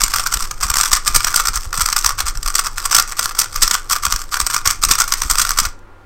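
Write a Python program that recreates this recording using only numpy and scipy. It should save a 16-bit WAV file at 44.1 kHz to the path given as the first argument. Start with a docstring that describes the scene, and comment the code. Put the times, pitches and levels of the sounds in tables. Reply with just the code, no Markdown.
"""In a small bedroom, a plastic speed cube is turned fast by hand near a webcam microphone.
Each turn rubs layer on layer (noise gated by small ticks); loose pieces clack (bursts of contact noise).
Both pass a colour filter (shells and microphone together), ring hollow (decaying modes) and echo in the room.
Moving hands add rumble, swings and thuds; below lie a fan's hum, room noise and a faint low rumble.
The microphone rounds off the highest peaks and cuts the top of the treble."""
import sys
import numpy as np
from scipy import signal
from scipy.fft import rfft, irfft
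from scipy.io import wavfile
from scipy.ndimage import uniform_filter1d

SR = 44100
rng = np.random.default_rng(int(sys.argv[2]) if len(sys.argv) > 2 else 0)


def generate_wav(signal):
    """Clip the signal to [-1, 1] and save it as 16-bit WAV at the path in sys.argv[1]."""
    frames = np.transpose(np.atleast_2d(signal))
    scaled = np.clip(frames, -1, 1) * 32767
    pcm = np.round(scaled).astype(np.int16)
    wavfile.write(sys.argv[1], SR, pcm)


N = 267069


def undb(db):
    """Level: decibels become an amplitude ratio."""
    return 10 ** (np.asarray(db) / 20)


def unit(x):
    """Normalisation: scale to an rms of 1."""
    return x / np.sqrt(np.mean(x ** 2) + 1e-24)


def curve(rows):
    """Linear interpolation: join (t/s, value) rows by straight lines."""
    s, value = np.transpose(rows)
    return np.interp(np.arange(N) / SR, s, value)


def response(points, size=2048):
    """Minimum phase: folding the cepstrum gives a causal impulse response of the given (f/Hz, level/dB)."""
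    hz, db = np.transpose(points)
    grid = np.maximum(np.fft.rfftfreq(size, 1 / SR), 1)
    level_db = np.interp(np.log(grid), np.log(hz), db)
    cepstrum = irfft(np.log(undb(level_db)))
    cepstrum[1:size // 2] *= 2
    cepstrum[size // 2 + 1:] = 0
    return irfft(np.exp(rfft(cepstrum)))


def through(x, impulse):
    """Linear filtering: convolve, keeping the length."""
    return signal.fftconvolve(x, impulse)[:len(x)]


def noise(points):
    """Spectral shaping: white noise filtered to the given colour, rms 1."""
    return unit(through(rng.standard_normal(N), response(points, size=16384)))


def split(x, hz, order=4):
    """Band splitting: the parts below and above a frequency."""
    low = signal.butter(order, hz, "low", fs=SR, output="sos")
    high = signal.butter(order, hz, "high", fs=SR, output="sos")
    return signal.sosfilt(low, x), signal.sosfilt(high, x)


# Clacks of pieces snapping home: t/s, level/dB (before the room), hollow ring re clack (relative)/dB,
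# time scale of the contact/ms
CLACK_EVENTS = [(.018, -20, -7, 0.73), (.036, -4, -13, 1.5), (.080, -22, 3, 1.7), (.137, -14, 6, 2.6),
                (.158, -14.5, -1, 4), (.196, -19, 6, 2.6), (.262, -20, 12, 2.4), (.270, -17, -15, 0.84),
                (.324, -19, 5.5, 2.5), (.339, -11, -5, 2.6), (.423, -19.5, -3, 3), (.510, -21, 3.5, 2.8),
                (.628, -12.5, 1.5, 6.7), (.700, -12, -0.5, 2.3), (.739, -14, 1.5, 1.8), (.769, -11, 1, 1),
                (.784, -13.5, -5, 1.5), (.792, -18, -2, 1.3), (.810, -6.5, -6, 1.5), (.832, -14.5, 1, 2.4),
                (.857, -17, 4, 2.2), (.876, -24.5, -10, 2.3), (.915, -17.5, 2.5, 1.6),
                (.930, -1, -4.5, 1.9), (.950, -16, -16, 2.1), (.968, -19, 1, 1.7), (1.076, -8.5, -6, 1.7),
                (1.147, -9, -2.5, 3.2), (1.159, -1, -8, 3.5), (1.205, -20.5, 8, 1.8),
                (1.245, -9.5, -3, 1.6), (1.268, -16.5, 8, 5.2), (1.341, -16, 7.5, 2.6),
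                (1.360, -2.5, -22, 1.3), (1.372, -20.5, 5, 1.8), (1.397, -19, -1, 1.8),
                (1.452, -16, 3.5, 4.4), (1.471, -13, -2, 1.2), (1.482, -13, 1.5, 3.5),
                (1.558, -16, -9, 0.52), (1.571, -19.5, 1, 2.8), (1.728, -22, 9, 2.1),
                (1.740, -23.5, 10.5, 2.8), (1.777, -19, -2, 1.4), (1.807, -12, 1.5, 6.4),
                (1.814, -13.5, 1, 4.5), (1.858, -11.5, -2.5, 2.4), (1.887, -18, 7.5, 1),
                (1.901, -20, -18, .7), (1.926, -11.5, -2.5, 3), (1.962, -10, 3, 3.7), (1.979, -20, 1, 2.2),
                (1.987, -15, -17, 3.4), (2.010, -23.5, -12, 2), (2.045, -13, 4, 1.25),
                (2.061, -5.5, -3, 1.9), (2.105, -25.5, 11.5, 0.84), (2.188, -19, 4, 3.2),
                (2.203, -14, 3.5, 2.4), (2.279, -16, -1.5, 5.9), (2.352, -33, 7.5, 2.4),
                (2.373, -25.5, -4, 0.76), (2.429, -21.5, -5, 1.8), (2.460, -22, 8.5, 2.1),
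                (2.476, -20, -10, 1.4), (2.553, -8.5, -14, 2.3), (2.582, -18, -14, 1.2),
                (2.590, -11.5, 4, 3.9), (2.666, -18, 4, 2.9), (2.781, -21, 6.5, 1.2), (2.852, -13, 1, 4.7),
                (2.910, -22, 5, 1.5), (2.926, -15, 5.5, 1.9), (2.946, -1, -7, 3.2), (2.965, -5, -7, 1.5),
                (2.984, -8, 4, 1.6), (2.997, -7, -0.5, 1.8), (3.024, -19, -17, 0.56), (3.120, -23, 2.5, 2),
                (3.192, -11, 1.5, 2.4), (3.227, -19, -10, 2.4), (3.241, -19, -15, 4.5), (3.257, -16, 5, 1),
                (3.310, -34, 15.5, 1), (3.349, -28.5, 6, 2.7), (3.389, -4.5, -12, 1.85),
                (3.398, -11, -14, 2.6), (3.413, -12, -5, 3.8), (3.559, -17, 2.5, 1.9),
                (3.619, -4.5, -9, 6.1), (3.631, -3.5, -28, 2.2), (3.676, -13, -1, 2.6),
                (3.710, -8.5, -1, 2.2), (3.731, -17.5, -1, 5.6), (3.741, -13, -5, 2.5),
                (3.751, -15.5, 4, 0.78), (3.908, -16, 4.5, 3.6), (3.921, -12, -10, 3.7),
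                (3.929, -13, 2, 2.3), (3.954, -25, 7.5, 0.92), (4.051, -11.5, 1.5, 2.1),
                (4.123, -10.5, 0, 1.4), (4.161, -17, -5, 0.78), (4.324, -21, 6.5, 9.2),
                (4.341, -15.5, 6, 2), (4.401, -10.5, -0.5, 1.04), (4.411, -17, -3, 4.2),
                (4.465, -12, -5, 1.2), (4.469, -16.5, -1, 2.1), (4.499, -20, 5, 2.7),
                (4.543, -13.5, 2, 2.2), (4.563, -18, 7.5, 1.8), (4.655, -13, 4.5, 4.3),
                (4.674, -2.5, -8, 1.06), (4.708, -12.5, -14, 1.6), (4.826, -21, 3.5, 1.7),
                (4.836, -6, 1.5, 1.8), (4.848, -9.5, -21, 2.4), (4.888, -23, 5, 3), (4.910, 0, -13, 4),
                (4.936, -18, -12, 0.67), (4.952, -16, 1, 2), (4.988, -15, -3, 0.61),
                (5.001, -7.5, -4.5, 2.2), (5.018, -15, 2, 1.1), (5.039, -23, 2, 2.1),
                (5.077, -20.5, 3, 4.2), (5.121, -9.5, 0.5, 2.5), (5.137, -12.5, -6, 1.9),
                (5.218, -13.5, 0.5, 1.6), (5.234, -24, 5, 2.1), (5.298, -11, -3, 3.6),
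                (5.309, -8.5, -2.5, 2.9), (5.354, -18, 2, 1.4), (5.382, -10, 0, 3.1),
                (5.394, -10.5, 3.5, 4), (5.414, -8.5, -6, 4.6), (5.450, -19.5, 9, 1.4),
                (5.490, -22, 1, 2.8), (5.506, -15, 5, 0.91), (5.573, -18.5, 2, 2.8), (5.586, -6, -0.5, 2.5),
                (5.598, -10.5, -4, 3.6), (5.651, -17.5, 6, 2.7), (5.79, -54, -14, 1.5)]
# The treble share varies from clack to clack, and falls very slightly as the level rises
BRIGHT_SPREAD_DB, BRIGHT_DB_PER_DB = 2.5, -0.01


def clacks(rows, rough=0.64, swell=1.47, decay=0.67, steep=1.06, scrape_db=-17, knock=0.52, grip=0.004,
           grip_db=1.5, treble_db=-0.05, hollow_db=-5.0, split_hz=6800, own_ring=0.77, size=2048):
    """Impact excitation: a scrape and a cluster of tiny contacts make the clack; a blow adds to its ring."""
    lead = size // 4
    out = np.zeros(N + 2 * size)
    middle, treble = split(cube_response(), split_hz)
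    ms = 1000 * (np.arange(size) - lead) / SR
    scale = np.sqrt(.005 * SR / size)  # refers levels to the rms over 5 ms
    scrape = undb(scrape_db) * np.exp(-np.abs(ms) / 3.5)  # the edges touch before they snap home
    blow = signal.unit_impulse(size, lead + SR // 2000)  # 0.5 ms after the stated moment
    for s, db, ring_db, length_ms in rows:
        # the blow spreads from piece to piece, then dies
        age = np.maximum(ms, 0) / max(length_ms, .5)
        cluster = age ** swell * np.exp(-(age / decay) ** steep)
        contacts = rng.standard_normal(size) * np.exp(rough * rng.standard_normal(size))
        contacts *= scrape + cluster / cluster.max()

        # each piece has a pitch of its own
        piece = signal.iirpeak(rng.uniform(3300, 9000), 9, fs=SR)
        own = contacts + own_ring * signal.lfilter(*piece, contacts)
        bright = undb(BRIGHT_DB_PER_DB * db + BRIGHT_SPREAD_DB * rng.standard_normal())
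        clack = unit(through(own, middle)) + undb(treble_db) * bright * unit(through(own, treble))
        clack /= np.hypot(1, bright)  # brightness hardly changes the level

        ring = hollow_ring(1 + grip * rng.standard_normal(), grip_db * rng.standard_normal(len(HOLLOW_MODES)))
        driven_ring = through(unit(contacts) + knock * unit(blow), ring)
        hollow = undb(ring_db + hollow_db) * unit(driven_ring)

        start = max(int(s * SR), 0)
        out[start:start + size] += undb(db) * scale * (clack + hollow)
    return out[lead:lead + N]


# Small clacks of loose pieces: mean level re the rubbing and spread in dB
LOOSE_DB, LOOSE_SPREAD_DB = 2.5, 3.5
# Their mean hollow ring in dB (relative, as in the clack table) and median contact time scale in ms
LOOSE_RING_DB, LOOSE_MS = 3.5, 1.86


def loose_pieces(effort, count=200):
    """Random impacts: clack rows at chance moments, their level following the effort of turning."""
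    s = (np.arange(count) + rng.random(count)) / count * (N - 1) / SR
    force, ring, length = rng.standard_normal((count, 3)).T
    effort_db = 20 * np.log10(effort[(s * SR).astype(int)])
    db = effort_db + LOOSE_DB + LOOSE_SPREAD_DB * np.clip(force, -2, 1)
    ring_db = LOOSE_RING_DB + LOOSE_SPREAD_DB * ring
    return np.transpose([s, db, ring_db, LOOSE_MS * np.exp(0.49 * length)])


# Turns of a layer: start t/s, length/s, level of the rubbing (effort)/dB
LAYER_TURNS = [(0, 0.039, -20), (0.096, 0.1, -26), (0.227, 0.047, -28), (0.308, 0.053, -24.5),
               (0.389, 0.06, -29), (.6, 0.052, -22.5), (0.657, 0.051, -28.5), (0.751, 0.12, -23.5),
               (0.906, .06, -25), (1.042, 0.045, -24), (1.13, 0.029, -27.5), (1.195, .12, -29),
               (1.334, 0.073, -23.5), (1.452, .04, -33.5), (1.526, 0.029, -25), (1.602, 0.041, -32.5),
               (1.739, 0.071, -27.5), (1.8, 0.12, -29.5), (1.972, 0.096, -33.5), (2.037, 0.058, -24.5),
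               (2.175, .04, -29), (2.255, 0.025, -27), (2.443, 0.053, -26.5), (2.534, 0.056, -25),
               (2.632, .03, -28), (2.756, 0.16, -32.5), (2.908, 0.076, -21.5), (3.072, 0.044, -34),
               (3.166, 0.069, -27.5), (3.272, 0.027, -33), (3.345, .04, -36.5), (3.381, .045, -25),
               (3.519, 0.05, -28), (3.599, 0.068, -23.5), (3.696, 0.067, -28), (3.891, 0.062, -23),
               (4.022, 0.046, -26), (4.096, 0.046, -26), (4.165, 0.058, -33.5), (4.31, 0.087, -29),
               (4.393, 0.053, -29.5), (4.5, 0.08, -26.5), (4.645, 0.071, -25), (4.814, 0.014, -23),
               (4.884, 0.028, -15.5), (4.98, .04, -19.5), (5.085, 0.13, -33), (5.18, 0.075, -28),
               (5.305, 0.017, -27.5), (5.337, 0.13, -26), (5.486, 0.027, -22.5), (5.559, 0.042, -24),
               (5.623, 0.023, -27)]
TURN_ATTACK_S, TURN_RELEASE_S = 0.0069, 0.022  # the finger gets the layer moving; it coasts to rest
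GRIP_RUB_DB, LET_GO_S = -47, 5.68  # the layers shift faintly as long as the cube is gripped


def turning():
    """Amplitude envelope: the rubbing of each turn rises, holds and decays exponentially."""
    t = np.arange(N) / SR
    effort = undb(GRIP_RUB_DB) * np.exp(-np.maximum(t - LET_GO_S, 0) / TURN_RELEASE_S)
    for s, length_s, db in LAYER_TURNS:
        span = slice(max(int(s * SR), 0), int((s + length_s) * SR) + SR // 2)
        age = t[span] - s
        rise = np.clip(age / TURN_ATTACK_S, 0, 1)
        coast = np.exp(-np.maximum(age - length_s, 0) / TURN_RELEASE_S)
        effort[span] = np.maximum(effort[span], undb(db) * rise * coast)
    return effort


def rattle(effort, per_second=330, tick_s=0.00064, hollow_db=-6, soft_hz=12000, rub=0.24, uneven_db=4):
    """Friction noise: edges catch in uneven ticks over a thin rub, coloured and ringing as the clacks are."""
    sizes = undb(uneven_db * np.clip(rng.standard_normal(N), -2, 2))
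    ticks = (rng.random(N) < per_second / SR) * sizes
    age = np.arange(SR // 100) / (tick_s * SR)
    catching = rub + unit(through(ticks, age * np.exp(-age)))
    contacts = split(catching * rng.standard_normal(N), soft_hz, order=1)[0] * effort
    colour, ring = cube_response(), hollow_ring(0.98, np.zeros(len(HOLLOW_MODES)))
    body = colour / np.linalg.norm(colour) + undb(hollow_db) * ring / np.linalg.norm(ring)
    return through(contacts, body)


# Colour of the clacks and rubbing as the webcam hears them, shells and microphone together:
# f/Hz, level (relative)/dB
CUBE_COLOUR = [(200, -14.5), (620, -43.5), (1000, -10.5), (2100, -5.5), (2750, -10.5), (3400, -5.5),
               (3750, -9), (4800, 0.5), (5900, 2.5), (6750, -3.5), (8450, 2.5), (9700, -14.5), (13000, -5),
               (15800, -13.5)]


def cube_response():
    """Linear filtering: shells and microphone together give one colour to clacks and rubbing."""
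    return response(CUBE_COLOUR)


# Hollow ring of the cube as the webcam hears it, microphone colour included:
# f/Hz, bandwidth/Hz, height of the resonance (relative)/dB
HOLLOW_MODES = [(521, 36, -2.5), (776, 61, -6.5), (1063, 21, -28), (1154, 37, 7.5), (1223, 89, 15.5),
                (1382, 82, 12.5), (1330, 50, 1), (1890, 910, -51.5)]


def hollow_ring(detune, weights_db, size=2048, leak_hz=640):
    """Modal synthesis: decaying modes start together; the grip shifts them and changes their shares."""
    hz, width_hz, db = np.transpose(HOLLOW_MODES)[:, :, None]
    t = np.arange(size) / SR
    gain = undb(db + weights_db[:, None]) * width_hz  # wide modes start higher for the same height
    modes = gain * np.exp(-np.pi * width_hz * t) * np.cos(2 * np.pi * hz * detune * t)
    return split(np.sum(modes, axis=0), leak_hz, order=2)[1]  # so small a body radiates little bass


# Echo of the room by band: upper edge f/Hz, t60/s, level (relative)/dB
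ECHO_BANDS = [(2510, 0.23, -9), (8900, 0.25, -15), (17200, 0.071, -13.5)]


def room_tail(first_s, size=22050):
    """Diffuse reverberation: a random pattern of reflections; the top band dies soonest."""
    t = np.arange(size) / SR
    rest, tail = rng.standard_normal(size), 0
    for top_hz, t60, db in ECHO_BANDS:
        band, rest = split(rest, top_hz)
        fade = np.clip(t / first_s - .5, 0, 1) * np.exp(-np.log(1000) * t / t60)
        tail = tail + undb(db) * band * fade / np.linalg.norm(fade)
    return tail


def bedroom(x, first_s=0.002, count=24):
    """Time-varying reflection: desk and walls answer, the pattern changing as hands carry the cube."""
    hop = N // count + 1
    out = np.pad(x, (hop, 2 * hop + SR))
    direct = out.copy()
    for start in range(0, N + hop, hop):
        piece = direct[start:start + 2 * hop] * signal.windows.cosine(2 * hop)
        echo = signal.fftconvolve(piece, room_tail(first_s))
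        out[start:start + len(echo)] += echo
    return out[hop:hop + N]


# Low rumble of the moving hands and arms: t/s, level (relative)/dB
ARM_RUMBLE = [(0, -22.5), (2.4, -21.5), (2.85, -23.5), (3.5, -28), (5.3, -21), (5.67, -17.5), (5.74, -30.5),
              (6.06, -43.5)]
# Colour of that rumble: f/Hz, spectral density (relative)/dB
ARM_RUMBLE_COLOUR = [(8, 6.5), (22, 17), (35, -4.5), (60, -20), (100, -10.5), (200, -33.5), (500, -61.5)]
# Wrist flicks: t/s, peak of the swing (relative)/dB, thud of the palms (relative)/dB
WRIST_FLICKS = [(.04, -14, -40), (.368, -15, -34.5), (0.437, -11, -42), (.655, -16, -34), (.712, -16, -41),
                (0.939, -15, -52), (1.103, -16, -40), (1.166, -11, -30), (1.496, -15.5, -36),
                (1.569, -15, -48), (1.673, -19.5, -49), (1.79, -23, -39.5), (1.831, -17, -48),
                (2.068, -16.5, -50), (2.246, -17.5, -53), (2.298, -13, -45), (2.384, -13.5, -45),
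                (2.466, -13.5, -54), (3.584, -13, -47), (3.638, -11.5, -33), (4.081, -18.5, -37),
                (4.149, -14, -40), (4.429, -17, -50), (4.674, -18.5, -35.5), (4.869, -16, -36),
                (4.909, -11.5, -29), (5.261, -17, -38.5), (5.319, -14.5, -42), (5.621, -24.5, -46),
                (5.671, -19, -46)]
# A flick of this tabled level swings at this rate; each dB more slows it by a factor exp(0.17)
SWING_HZ, SWING_AT_DB, SWING_SLOWER_PER_DB = 44.5, -16.5, 0.17
SWING_SPREAD = 0.082  # log spread of the rate: no two flicks are equally quick


def handling(rumble_db=-4, bump_db=-1, cycles=0.52, palm_db=1, palm_hz=210, palm_s=0.013):
    """Low-frequency excitation: arms rumble; each wrist flick adds one slow swing and a soft palm thud."""
    rumble = noise(ARM_RUMBLE_COLOUR)
    rumble /= np.sqrt(uniform_filter1d(rumble ** 2, size=6000) + 1e-3)  # evens out chance swells
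    below_palm = split(rng.standard_normal(N), palm_hz, order=2)[0]
    thud = unit(split(below_palm, 60, order=2)[1])
    out = undb(curve(ARM_RUMBLE) + rumble_db) * rumble
    for s, db, thud_db in WRIST_FLICKS:
        span = np.arange(max(int((s - .1) * SR), 0), min(int((s + .1) * SR), N))
        t = span / SR - s
        slower = SWING_SLOWER_PER_DB * (SWING_AT_DB - db)
        hz = SWING_HZ * np.exp(slower + SWING_SPREAD * rng.standard_normal())
        swing = np.exp(-(t * hz / cycles) ** 2) * np.cos(2 * np.pi * hz * t)
        out[span] += undb(db + bump_db) * swing
        out[span] += undb(thud_db + palm_db) * np.exp(-(t / palm_s) ** 2) * thud[span]
    return out


# Steady hum of a fan: f/Hz, rms level/dB
FAN_HUM = [(92.8, -50.5), (350, -66), (1405, -57)]
# Colour of the room noise before its bass is cut: f/Hz, spectral density (relative)/dB
AIR_COLOUR = [(76, -49), (130, -17.5), (318, -9.5), (351, -9.5), (412, -12.5), (522, -11.5), (588, -14.5),
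              (625, -22), (747, -13), (1250, -13.5), (2940, -31), (15000, -49)]
# Colour of the faint low rumble: f/Hz, spectral density (relative)/dB
LOW_RUMBLE_COLOUR = [(20, -2), (45, -2), (65, -4.5), (110, -27.5), (400, -62.5)]
AIR_DB, LOW_RUMBLE_DB = -47, -48  # rms levels


def background():
    """Stationary background: steady tones of a fan, shaped room noise and a faint low rumble."""
    t = np.arange(N) / SR
    hum = np.zeros(N)
    for hz, db in FAN_HUM:
        hum += undb(db) * np.sqrt(2) * np.sin(2 * np.pi * (hz * t + rng.random()))
    air = unit(split(noise(AIR_COLOUR), 105)[1])
    return hum + undb(AIR_DB) * air + undb(LOW_RUMBLE_DB) * noise(LOW_RUMBLE_COLOUR)


def scene():
    """Superposition: the cube in the room, over handling rumble and background."""
    effort = turning()
    cube = clacks(CLACK_EVENTS) + clacks(loose_pieces(effort)) + rattle(effort)
    return (bedroom(cube) + handling() + background())[None]


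def record(dry, ceiling=0.86, top_hz=15850):
    """Saturation and band limiting: the microphone flattens the highest peaks and cuts the top."""
    clipped = dry / (1 + (dry / ceiling) ** 6) ** (1 / 6)
    return signal.sosfilt(signal.ellip(10, .2, 70, top_hz, fs=SR, output="sos"), clipped)


dry = scene()
out = record(dry)
generate_wav(out)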